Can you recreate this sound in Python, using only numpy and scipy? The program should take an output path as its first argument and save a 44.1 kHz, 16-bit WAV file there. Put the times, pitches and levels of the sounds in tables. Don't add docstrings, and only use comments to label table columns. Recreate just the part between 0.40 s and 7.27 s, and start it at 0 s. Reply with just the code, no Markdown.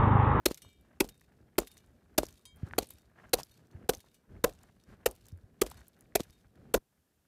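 import sys
import numpy as np
from scipy import signal
from scipy.fft import rfft, irfft, next_fast_len
from scipy.io import wavfile
from scipy.ndimage import map_coordinates

SR = 44100
rng = np.random.default_rng(int(sys.argv[2]) if len(sys.argv) > 2 else 0)


def ratio_of_db(decibels):
    return 10 ** (np.asarray(decibels, float) / 20)


def dump(signal):
    limited = np.clip(np.atleast_2d(signal).T, -1, 1)
    pcm = np.round(limited * 32767).astype(np.int16)
    wavfile.write(sys.argv[1], SR, pcm)


N = 302967
CHANGE_S = 6.383


def unit(x):
    return x / np.sqrt(np.mean(x ** 2) + 1e-20)


def coloured(x, points):
    size = next_fast_len(len(x) + 4096)
    f, db = np.transpose(points)
    bins = np.fft.rfftfreq(size, 1 / SR)
    gain = ratio_of_db(np.interp(np.log(bins + 1), np.log(f + 1), db))
    return unit(irfft(rfft(x, size) * gain, size)[:len(x)])


def wobble(rate):
    knots = rng.standard_normal(int(N * 300 / SR) + 4)
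    return map_coordinates(knots, [np.arange(N) * min(rate, 300) / SR])


def grains(size, spiky_db):
    return unit(rng.standard_normal(size) * ratio_of_db(spiky_db * rng.exponential(size=size)))


def clumps(size, rate, depth_db):
    knots = np.minimum(rng.exponential(size=int(size * 600 / SR) + 4), 3.5) - 1
    place = np.arange(size) * min(rate, 600) / SR
    return unit(ratio_of_db(depth_db * np.interp(place, np.arange(len(knots)), knots)))


def ring(t, hz, t60, attack):
    return np.sin(2 * np.pi * hz * t) * ratio_of_db(-60 * t / t60) * (1 - np.exp(-t / attack))


def through(x, response):
    return signal.fftconvolve(x, response / np.linalg.norm(response))[:len(x)]


def add(track, s, x):
    i = max(round(s * SR), 0)
    track[i:i + len(x)] += x[:len(track) - i]


# t/s, strength/dB, thud f/Hz, crush re strength/dB, upper bed tone/dB
BLOWS = [(.059, -12, 388.2, -1, -5), (0.605, -14.5, 385.8, -4.5, -8), (1.184, -13.5, 393.2, -6, -4),
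         (1.782, -10.5, 322.4, -2, 1.5), (2.384, -17, 467.8, -3.5, -2.5), (2.935, -15, 487.8, -1, -5),
         (3.493, -16.5, 498.7, -3.5, -1.5), (4.042, -12.5, 495.2, -8, -6.5),
         (4.661, -14.5, 522, -5.5, -18.5), (5.217, -13, 410.6, -4.5, -16), (5.755, -19, 435.2, 0, 1.5),
         (6.342, -5.5, 447.8, -12.5, -5.5)]
# build-up/s, press/s, upper tone over thud [ratio], linger/dB
LANDINGS = [(0.0037, .0095, 1.52, -0.5), (0.0054, .0095, 2.2, 2.5), (.0025, .007, 1.6, 1.5),
            (.005, 0.0084, 1.9, -0.5), (.002, .006, 1.5, 1.5), (.003, .011, 1.5, 0.5),
            (0.0025, .007, 1.4, 2.5), (.002, .009, 2, 3.5), (0.0025, .008, 1.7, 1), (.004, .008, 1.5, 0),
            (.003, 0.0078, 1.5, -0.5), (0.0043, 0.0089, 1.5, 3)]
# f/Hz, level re crush/dB, extra crush time/s
CRUSH_RINGS = [(4330, -8, .0015), (2613, -6.5, .0005), (1360, -9, 0.00025), (1224, -5, 0.00093),
               (4540, -10, 0.00023), (4650, -9.5, .003), (1102, -4.5, .0003), (1730, -6, .0003),
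               (2928, -8, .0003), (3381, -11.5, 0.00022), (2480, -5, 0.00033), (1300, -9, .0003)]


def tamper():
    out, t = np.zeros(N), np.arange(SR // 4) / SR
    for blow, landing, resonance in zip(BLOWS, LANDINGS, CRUSH_RINGS):
        s, db, hz, crush_db, upper_db = blow
        build, press, upper, linger_db = landing
        add(out, s - .004, ratio_of_db(db + 0.83 + crush_db) * crush(t, *resonance))
        add(out, s - .0015, ratio_of_db(db + 10.5) * thud(t, hz, upper_db, press + .001, build, upper, linger_db))
        add(out, s + .005, ratio_of_db(db - 22.5 + linger_db) * boards(t, hz))
        jolt = ring(t, 48 * rng.uniform(.8, 1.3), .13, 0.0044)
        add(out, s + 0.0076, ratio_of_db(db - 18.5) * jolt)
    return out


# f/Hz, level/dB
CRUSH = [(500, -18.5), (1500, -4.5), (2600, 0), (4500, -0.5), (8000, -1.5), (12000, -1), (14500, -2),
         (16000, -12)]


def crush(t, hz, plate_db, longer):
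    ends = .0042 + longer
    times = [0, .004, .004 + ends, 0.0047 + ends, 0.011 + ends, .036, .09]
    swell = ratio_of_db(np.interp(t, times, [-34, 2, 4.5, -13.0, -30.5, -52.0, -65.5]))
    sparse = clumps(len(t), 300, 6.5) ** np.clip(t / 0.025, 0, 1)
    x = swell * sparse * clumps(len(t), 810, 0.93) * coloured(grains(len(t), 3), CRUSH)
    mode = ring(np.arange(SR // 50) / SR, hz, .009, .0002)
    return x + ratio_of_db(plate_db) * through(x, mode)


def thud(t, hz, upper_db, press, build=0.00073, upper=1.4, linger_db=0):
    sagging = t * (1 + .08 * np.exp(-t / .01))
    bed = ring(sagging, hz * .96, 0.048, 0.0012)
    bed = bed + ratio_of_db(upper_db) * ring(sagging, hz * upper, 0.042, 0.0012)
    for ratio, db in [(.62, -10), (.84, -7.5), (1.2, -9.5), (2.3, -19), (3.1, -21.5)]:
        pitch = hz * ratio * (1 + rng.normal(0, .04))
        bed = bed + ratio_of_db(db) * rng.choice([-1, 1]) * ring(t, pitch, .045, 0.0002)
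    times = np.maximum.accumulate([0, build, press * 0.81, press, press + 0.0013, press + 0.026])
    return bed * ratio_of_db(np.interp(t, times, [-26, 2.5, 2, -10.5, -16 + linger_db, -32.5 + linger_db]))


def boards(t, hz):
    band = [(60, -16), (hz * .5, -6), (hz, 0), (hz * 1.7, -8), (2500, -36)]
    rattle = coloured(rng.standard_normal(len(t)), band)
    return ratio_of_db(-60 * t / 0.14) * (1 - np.exp(-t / 0.00067)) * rattle


# t/s, peak level/dB, thud f/Hz, grit re thud/dB
REBOUNDS = [(0.102, -40.5, 422, -5.5), (0.110, -30, 323, -10), (0.644, -37.5, 333, -9),
            (1.218, -39.5, 488, -9), (1.2297, -48.5, 1185, -7), (1.831, -25.5, 372, -14),
            (2.425, -38.5, 300, -4.5), (2.985, -39, 800, 0), (2.996, -39.5, 790, -2.5),
            (3.535, -38, 507, -4), (4.09, -46.5, 600, -5.5), (4.709, -53.5, 639, -0.5),
            (5.264, -40, 500, -0.5), (5.3137, -44.5, 910, -12.5), (5.797, -33, 558, -5.5),
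            (5.804, -27.5, 289, -19)]
# f/Hz, level/dB
SLUMP = [(400, -15.5), (1500, -4), (4500, 0), (14000, -8), (16000, -19)]


def rebounds():
    out, t = np.zeros(N), np.arange(SR // 4) / SR
    for s, db, hz, grit_db in REBOUNDS:
        add(out, s + 0.0012, ratio_of_db(db + 2.5) * thud(t, hz, -8.0, 0.0037))
        swell = ratio_of_db(np.interp(t, [0, .01, .018, .027, .07], [-24.0, 0.5, 1.0, -14.0, -36]))
        slump = swell * clumps(len(t), 450, 4) * coloured(grains(len(t), 1.8), SLUMP)
        add(out, s - .01, ratio_of_db(db + grit_db - 9) * slump)
    return out


# t/s, level/dB, f/Hz
TICKS = [(0.1076, -47.5, 7100), (0.1451, -39.5, 5550), (5.776, -48.5, 4980), (0.6509, -50, 6400),
         (0.6974, -51, 9800), (1.202, -37.5, 6900), (1.2794, -49, 10300), (1.3163, -54, 11000),
         (1.8012, -56.5, 7540), (1.8327, -41, 7000), (1.8555, -45.5, 6400), (1.8672, -45, 5930),
         (2.4295, -48, 6400), (2.4711, -51.5, 9900), (2.5067, -39.5, 11000), (3.02, -57, 7960),
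         (2.9522, -38, 4860), (2.974, -48, 6000), (3.0014, -42, 5800), (3.033, -36.5, 5630),
         (3.5024, -32.5, 6150), (3.5499, -40, 6200), (3.5716, -53, 5940), (4.6673, -32, 4620),
         (4.7124, -43.5, 8500), (5.236, -44, 7500), (5.3007, -46, 8300), (5.805, -35, 4250),
         (6.3513, -29, 6100), (6.3629, -39.5, 6630),
         (.6135, -39, 5200), (.6245, -51, 7000), (0.677, -56, 8500), (.746, -74, 5500), (.797, -64, 4230),
          (1.267, -58, 10600), (1.340, -60, 10000), (1.344, -61, 9400), (1.372, -59, 9100),
          (1.908, -57, 6120), (2.329, -62, 6000), (2.359, -65, 10000), (2.404, -49.5, 5500),
          (2.443, -53.5, 6500), (2.4897, -50.5, 9000), (2.612, -69, 5340), (2.619, -69, 5200),
          (2.987, -48, 4500), (3.047, -60, 11000), (3.052, -62, 9500), (3.068, -65, 11000),
          (3.119, -62, 9500), (3.271, -67, 5000), (3.324, -72.5, 5500), (3.527, -52, 6290),
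          (3.595, -58, 3570), (4.679, -51, 7500), (4.688, -48.5, 5500), (4.753, -58, 11400),
          (4.8854, -50.5, 4770), (5.267, -52, 9500), (5.393, -61, 7500), (5.408, -60, 5800),
          (5.623, -67, 7500), (.331, -64.5, 7800), (0.3, -67, 7000),
         (0.412, -64, 10850), (0.7788, -64, 8600), (0.811, -59, 6460), (0.925, -73, 2960),
         (1.3791, -51.5, 6800), (1.4624, -67, 8300), (2.1702, -60, 9400), (1.927, -56, 6200),
         (2.1609, -58.5, 12200), (2.268, -63, 4240), (2.2875, -60, 9000), (2.5373, -53, 11100),
         (2.5857, -57.5, 5640), (2.8945, -61, 6700), (3.5823, -55, 10400), (4.1363, -58, 7730),
         (4.2334, -54.5, 7400), (4.4382, -60.5, 4800), (4.7627, -59, 8900), (4.8567, -58, 6700),
         (4.867, -54, 6420), (4.9209, -60.5, 5950), (4.9753, -65, 7400), (5.3444, -56, 4470),
         (5.469, -64, 7870), (5.4824, -45.5, 10470), (5.59, -65, 11940), (5.6091, -51.5, 9400),
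         (6.157, -67, 4430), (5.907, -57, 5140)]


def ticks():
    out, t = np.zeros(N), np.arange(400) / SR
    shape = (np.exp(-t / 0.00046) + .15 * np.exp(-t / .0025)) * (1 - np.exp(-t / 0.00041))
    for s, db, hz in TICKS + strays():
        band = [(hz * .35, -36), (hz * .7, -10), (hz, 0), (hz * 1.35, -7), (hz * 3, -11)]
        crack = unit(shape * coloured(rng.standard_normal(len(t)), band))
        add(out, s - .0006, ratio_of_db(db - 9.0) * (crack + 1.1 * ring(t, hz, 0.015, 0.00054)))
    return out


def strays(count=5):
    late, size, tone = rng.random((3, len(BLOWS), count))
    s = np.array(BLOWS)[:, :1] + 0.051 + 0.32 * late ** 1.1
    db = -63 - 35 * 0.46 * late ** 1.5 - 6 * size
    hz = 7000 * 2 ** (1.4 * tone - .7)
    return list(zip(s.ravel(), db.ravel(), hz.ravel()))


# t/s, peak level/dB, crumble length/s, plate ring re peak/dB
STONES = [(0.147, -33, 0.027, -26.5), (0.174, -28, 0.028, -28), (1.3175, -42, 0.021, -6),
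          (1.885, -30, 0.018, -18), (2.492, -38, 0.013, -18.5), (2.503, -33, 0.048, -16),
          (3.111, -48.5, 0.018, 0), (3.603, -32.5, 0.021, -18), (3.7426, -42, 0.044, -7),
          (4.211, -61, .018, -1), (4.889, -46, 0.03, -11), (5.313, -24.5, 0.012, -26),
          (5.371, -39.5, 0.026, -6.5), (5.8326, -31.5, 0.022, -22), (5.927, -48, 0.03, -3.5),
          (2.593, -55, 0.018, -2)]
# f/Hz, level/dB, t60/s
SKID = [(2326, -8, .35), (2912, -8, .2), (3700, -1, .26), (4340, -2, .16), (5963, -5, .14), (6400, -7, .14),
        (7190, -8, .12), (7940, -7, .14), (8660, -7, .1), (9030, -6, .1), (10800, -10, .1), (12240, -8, .1)]


def stones():
    out, t = np.zeros(N), np.arange(SR // 2) / SR
    for s, db, length, ring_db in STONES:
        modes = [(hz, level + rng.normal(0, 2.5), t60) for hz, level, t60 in SKID]
        skid = crumble(t, length) + ratio_of_db(ring_db) * plate(t, modes)
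        add(out, s, ratio_of_db(db - 21.0) * (1 - np.exp(-t / 0.00041)) * skid)
    return out


def crumble(t, length):
    return ratio_of_db(-30 * t / length) * coloured(grains(len(t), 1.2), CRUSH)


def plate(t, modes):
    out = np.zeros(len(t))
    for hz, db, t60 in modes:
        beat = 1 + .3 * np.cos(2 * np.pi * (rng.uniform(8, 30) * t + .2 * rng.random()))
        attack = .04 if 2000 < hz < 2500 else .0004
        out += ratio_of_db(db) * beat * ring(t, hz, t60, attack)
    return out


# t/s, peak level/dB, ring re peak/dB
CLINKS = [
    (0.2194, -43, -8),
    (0.6889, -37.5, -25),
    (1.2717, -39, -13.5),
    (2.0537, -44, 1),
]
# f/Hz, level/dB, t60/s
PLATE = [
    [(2326, -2, .65), (2912, -4, .5), (3198, -6, .6), (3666, -3, .55), (3750, -10, .4), (4264, -8, .3),
     (7940, -5, .35), (5502, -4, .14), (5900, -2, 0.18), (6470, -7, 0.23), (7190, -26, .15),
     (8800, -8, 0.15), (9100, 6, 0.1), (12240, -3, 0.16)],
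    [(3700, 7.5, 0.38), (4300, -6, .06), (6400, -4, .07), (7500, -6, .07), (11450, -15, 0.11)],
    [(3656, 0, 0.4), (4300, -14, .13), (10840, -12, 0.38), (12070, -18, .3), (13290, -18, 0.18)],
    [(2270, -5, 0.28), (3193, -1.5, 0.34), (3760, -4, 0.19), (4280, -11, 0.16), (4900, -5.5, 0.17),
     (5930, -11, 0.12), (1010, -15.5, 0.22), (6400, -8, 0.17), (7100, -11, 0.21), (7900, -7, 0.14),
     (9080, 0, 0.1), (10400, -7, 0.1)],
]


def clinks():
    out, t = np.zeros(N), np.arange(SR // 2) / SR
    for (s, db, ring_db), modes in zip(CLINKS, PLATE):
        add(out, s, ratio_of_db(db - 10.5) * (1.34 * crumble(t, 0.019) + ratio_of_db(ring_db) * plate(t, modes)))
    return out


# t/s, peak level/dB, f/Hz
KNOCKS = [(0.248, -42.5, 968), (0.814, -46, 1850), (.843, -60.5, 1900), (1.1554, -53, 2100),
          (1.3694, -46, 1870), (2.1641, -56, 1950), (2.2745, -40, 1300), (2.302, -48, 1500),
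          (2.310, -33, 1810), (2.335, -21.5, 1520), (2.365, -50, 1200), (2.506, -46, 1030),
          (2.715, -54, 700), (3.6423, -47, 907), (3.953, -48.5, 1686), (4.4884, -55, 1626),
          (4.639, -54.5, 1490), (4.9748, -55, 1620), (4.987, -53, 1500), (5.3434, -52, 1450),
          (5.39, -47, 1600), (5.397, -55, 1700), (5.5649, -58, 1460), (5.5899, -55, 1497),
          (5.622, -57, 1990), (5.657, -56, 2260), (5.7216, -53.5, 1910), (5.74, -59, 1990),
          (5.8972, -53, 2160), (6.425, -55.5, 412)]


def knocks():
    out, t = np.zeros(N), np.arange(SR // 2) / SR
    for s, db, hz in KNOCKS:
        wood = ring(t, hz, 0.0074, 0.00018)
        wood += 0.46 * ring(t, hz * 0.65, 0.008, 0.0003)
        wood += .4 * ring(t, hz * 1.1, 0.0029, .0002)
        add(out, s + 0.00068, ratio_of_db(db - 4.5) * wood)
    return out


# t/s, peak level/dB, f/Hz, t60/s
BUMPS = [
    (2.227, -26.5, 106.4, 0.046),
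    (3.345, -41, 85.3, 0.076),
    (4.921, -47, 102.7, 0.17),
]


def bumps():
    out, t = np.zeros(N), np.arange(SR // 4) / SR
    for s, db, hz, t60 in BUMPS:
        onset = 1 - np.exp(-t / 0.0026)
        hurried = t + 0.0041 * onset
        add(out, s + .004, ratio_of_db(db + 14.5) * ring(hurried, hz * 0.84, t60, 0.0045) * onset)
    return out


# level/dB of rumble, cloth, rub, grit
REST_DB = (-73.5, -70.5, -80, -92)
QUIET_SPOT_DB = (-85, -80.5, -86, -105)


def resting(t):
    return [ratio_of_db(np.interp(t, [CHANGE_S, CHANGE_S + 0.048], pair)) for pair in zip(REST_DB, QUIET_SPOT_DB)]


# peak t/s, half length/s, cloth level/dB, rub
# re cloth/dB, rumble re cloth/dB
RUSTLES = [(0.258, 0.032, -72.5, -4, 11.5), (0.505, 0.11, -76.5, -10, -0.5), (0.691, 0.038, -65, -18, 10.5),
           (1.02, 0.072, -72, -17, 2), (1.533, 0.082, -73, -9, 3), (1.719, 0.038, -75.5, -7.5, 4),
           (1.881, 0.065, -69, -5.5, 6), (2.229, 0.068, -65, -0.5, 7), (2.277, 0.018, -55, -7.5, -10),
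           (2.35, 0.043, -59, -7.5, 1.5), (2.517, 0.059, -73.5, -9, 7.5), (2.831, 0.07, -67, 0, -18),
           (2.992, 0.037, -53.5, -6, -4.5), (3.225, 0.064, -69, -10, -5), (3.396, 0.078, -58, -15, -4),
           (3.57, 0.03, -69, -9.5, 6.5), (3.945, 0.049, -56, -16.5, 3), (4.115, 0.09, -72, -10, 9.5),
           (4.514, 0.041, -60.5, -3, -2), (4.624, 0.051, -68.5, -10, 1.5), (4.978, 0.19, -74.5, -17, 10.5),
           (5.314, 0.12, -70, 1, 9.5), (5.663, 0.098, -70, -8.5, -0.5), (5.878, 0.054, -80.5, -1, 12.5),
           (6.247, 0.096, -61, -13.5, -5),
           (1.362, 0.044, -84, -2, 5),
    (3.666, 0.02, -88, 5, 2),
    (4.255, 0.048, -79, -1, 3),
]
# f/Hz, level/dB per Hz
RUMBLE = [(12, -51), (20, -19), (54, 1.5), (83, 3), (150, -11.5), (200, -28), (330, -120)]
CLOTH = [(65, -25), (110, -3), (242, -4.5), (274, -8.5), (405, -10.5), (800, -23.5), (1040, -54),
         (1760, -120)]
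RUB = [(350, -21), (600, 0.5), (900, -2.5), (1250, -3), (1650, -1), (2100, -8), (3200, -17.5), (6600, -120)]
# f/Hz, level/dB per Hz
GRIT = [(1290, -34), (2200, -0.5), (3680, 1), (4000, 1.5), (4320, 0.5), (12300, -8.5), (14800, -11),
        (16500, -35)]


def clothes():
    t = np.arange(0, N, 44) / SR
    rumble, cloth, rub, _ = resting(t)
    for s, half, db, rub_db, rumble_db in RUSTLES:
        swell = ratio_of_db(db) * np.exp(-((t - s) / half) ** 4)
        rumble = rumble + ratio_of_db(rumble_db) * swell
        cloth = cloth + swell
        rub = rub + ratio_of_db(rub_db) * swell
    rumble, cloth, rub = (np.interp(np.arange(N) / SR, t, gain) for gain in (rumble, cloth, rub))
    shake = wobble(25)
    out = rumble * ratio_of_db(4.9 * wobble(36) + 2.2 * wobble(11.0)) * coloured(rng.standard_normal(N), RUMBLE)
    out += cloth * ratio_of_db(0.67 * shake) * coloured(grains(N, 2.5), CLOTH)
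    slips = ratio_of_db(0.99 * shake + 1.6 * wobble(12)) * clumps(N, 180, 4)
    out += rub * slips * coloured(grains(N, 2.0), RUB)
    out += ratio_of_db(-13) * rub * coloured(grains(N, 1.7), GRIT)
    return out


# start level/dB, fall/dB per s
TRICKLES = [(-65.5, 69.5), (-72, 70), (-64, 69), (-64, 89.5), (-63.5, 78.5), (-61.5, 78), (-68.5, 65.5),
            (-64, 67.5), (-65.5, 73.5), (-62.5, 72), (-63, 99)]


def trickle():
    t = np.arange(0, N, 44) / SR
    gain = resting(t)[3]
    for blow, (db, fall) in zip(BLOWS, TRICKLES):
        since = t - blow[0]
        gain = gain + (since > 0) * ratio_of_db(db - fall * np.abs(since))
    gain = np.interp(np.arange(N) / SR, t, gain)
    flow = clumps(N, 300, 5.5) * clumps(N, 70, 4)
    taps = gain * unit(flow ** 2) * rng.standard_normal(N)
    steel = plate(np.arange(SR // 4) / SR, SKID)
    return gain * unit(flow) * coloured(grains(N, 1.0), GRIT) + ratio_of_db(-10) * through(taps, steel)


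# f/Hz, level/dB per Hz
AIR = [(24, -43), (40, -11.5), (87, 1), (2380, -18), (2700, -13.5), (3650, -15.5), (14800, -14.5),
       (16000, -20.5)]


def air(before_change):
    return ratio_of_db(-86 + 4 * (1.5 - before_change)) * coloured(rng.standard_normal(N), AIR)


def hush():
    t = np.arange(N) / SR
    dip = np.array([-.0072, -.0052, 0, .002])
    ahead = sum(np.interp(t, s - .004 + dip, [0, 1, 1, 0]) for s, *_ in BLOWS)
    return ratio_of_db(-10.5 * ahead)


def scene():
    before_change = np.clip((CHANGE_S - np.arange(N) / SR) / 0.0034, 0, 1)
    pounding = (tamper() + rebounds() + ticks()) * before_change
    loose = stones() + clinks() + knocks() + bumps()
    faint = hush() * (clothes() + trickle() + air(before_change))
    return (pounding + loose + faint)[None]


def low_pass(x):
    return signal.sosfilt(signal.butter(12, 16660, fs=SR, output="sos"), x)


def record(dry):
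    clipped = dry / (1 + np.abs(dry / 0.13) ** 7) ** (1 / 7)
    tilted = signal.lfilter(*signal.butter(N=1, Wn=30, btype="high", fs=SR), clipped)
    limited = signal.sosfilt(signal.cheby2(N=6, rs=40, Wn=16800, fs=SR, output="sos"), tilted)
    return low_pass(limited)


dry = scene()
out = record(dry)
dump(out)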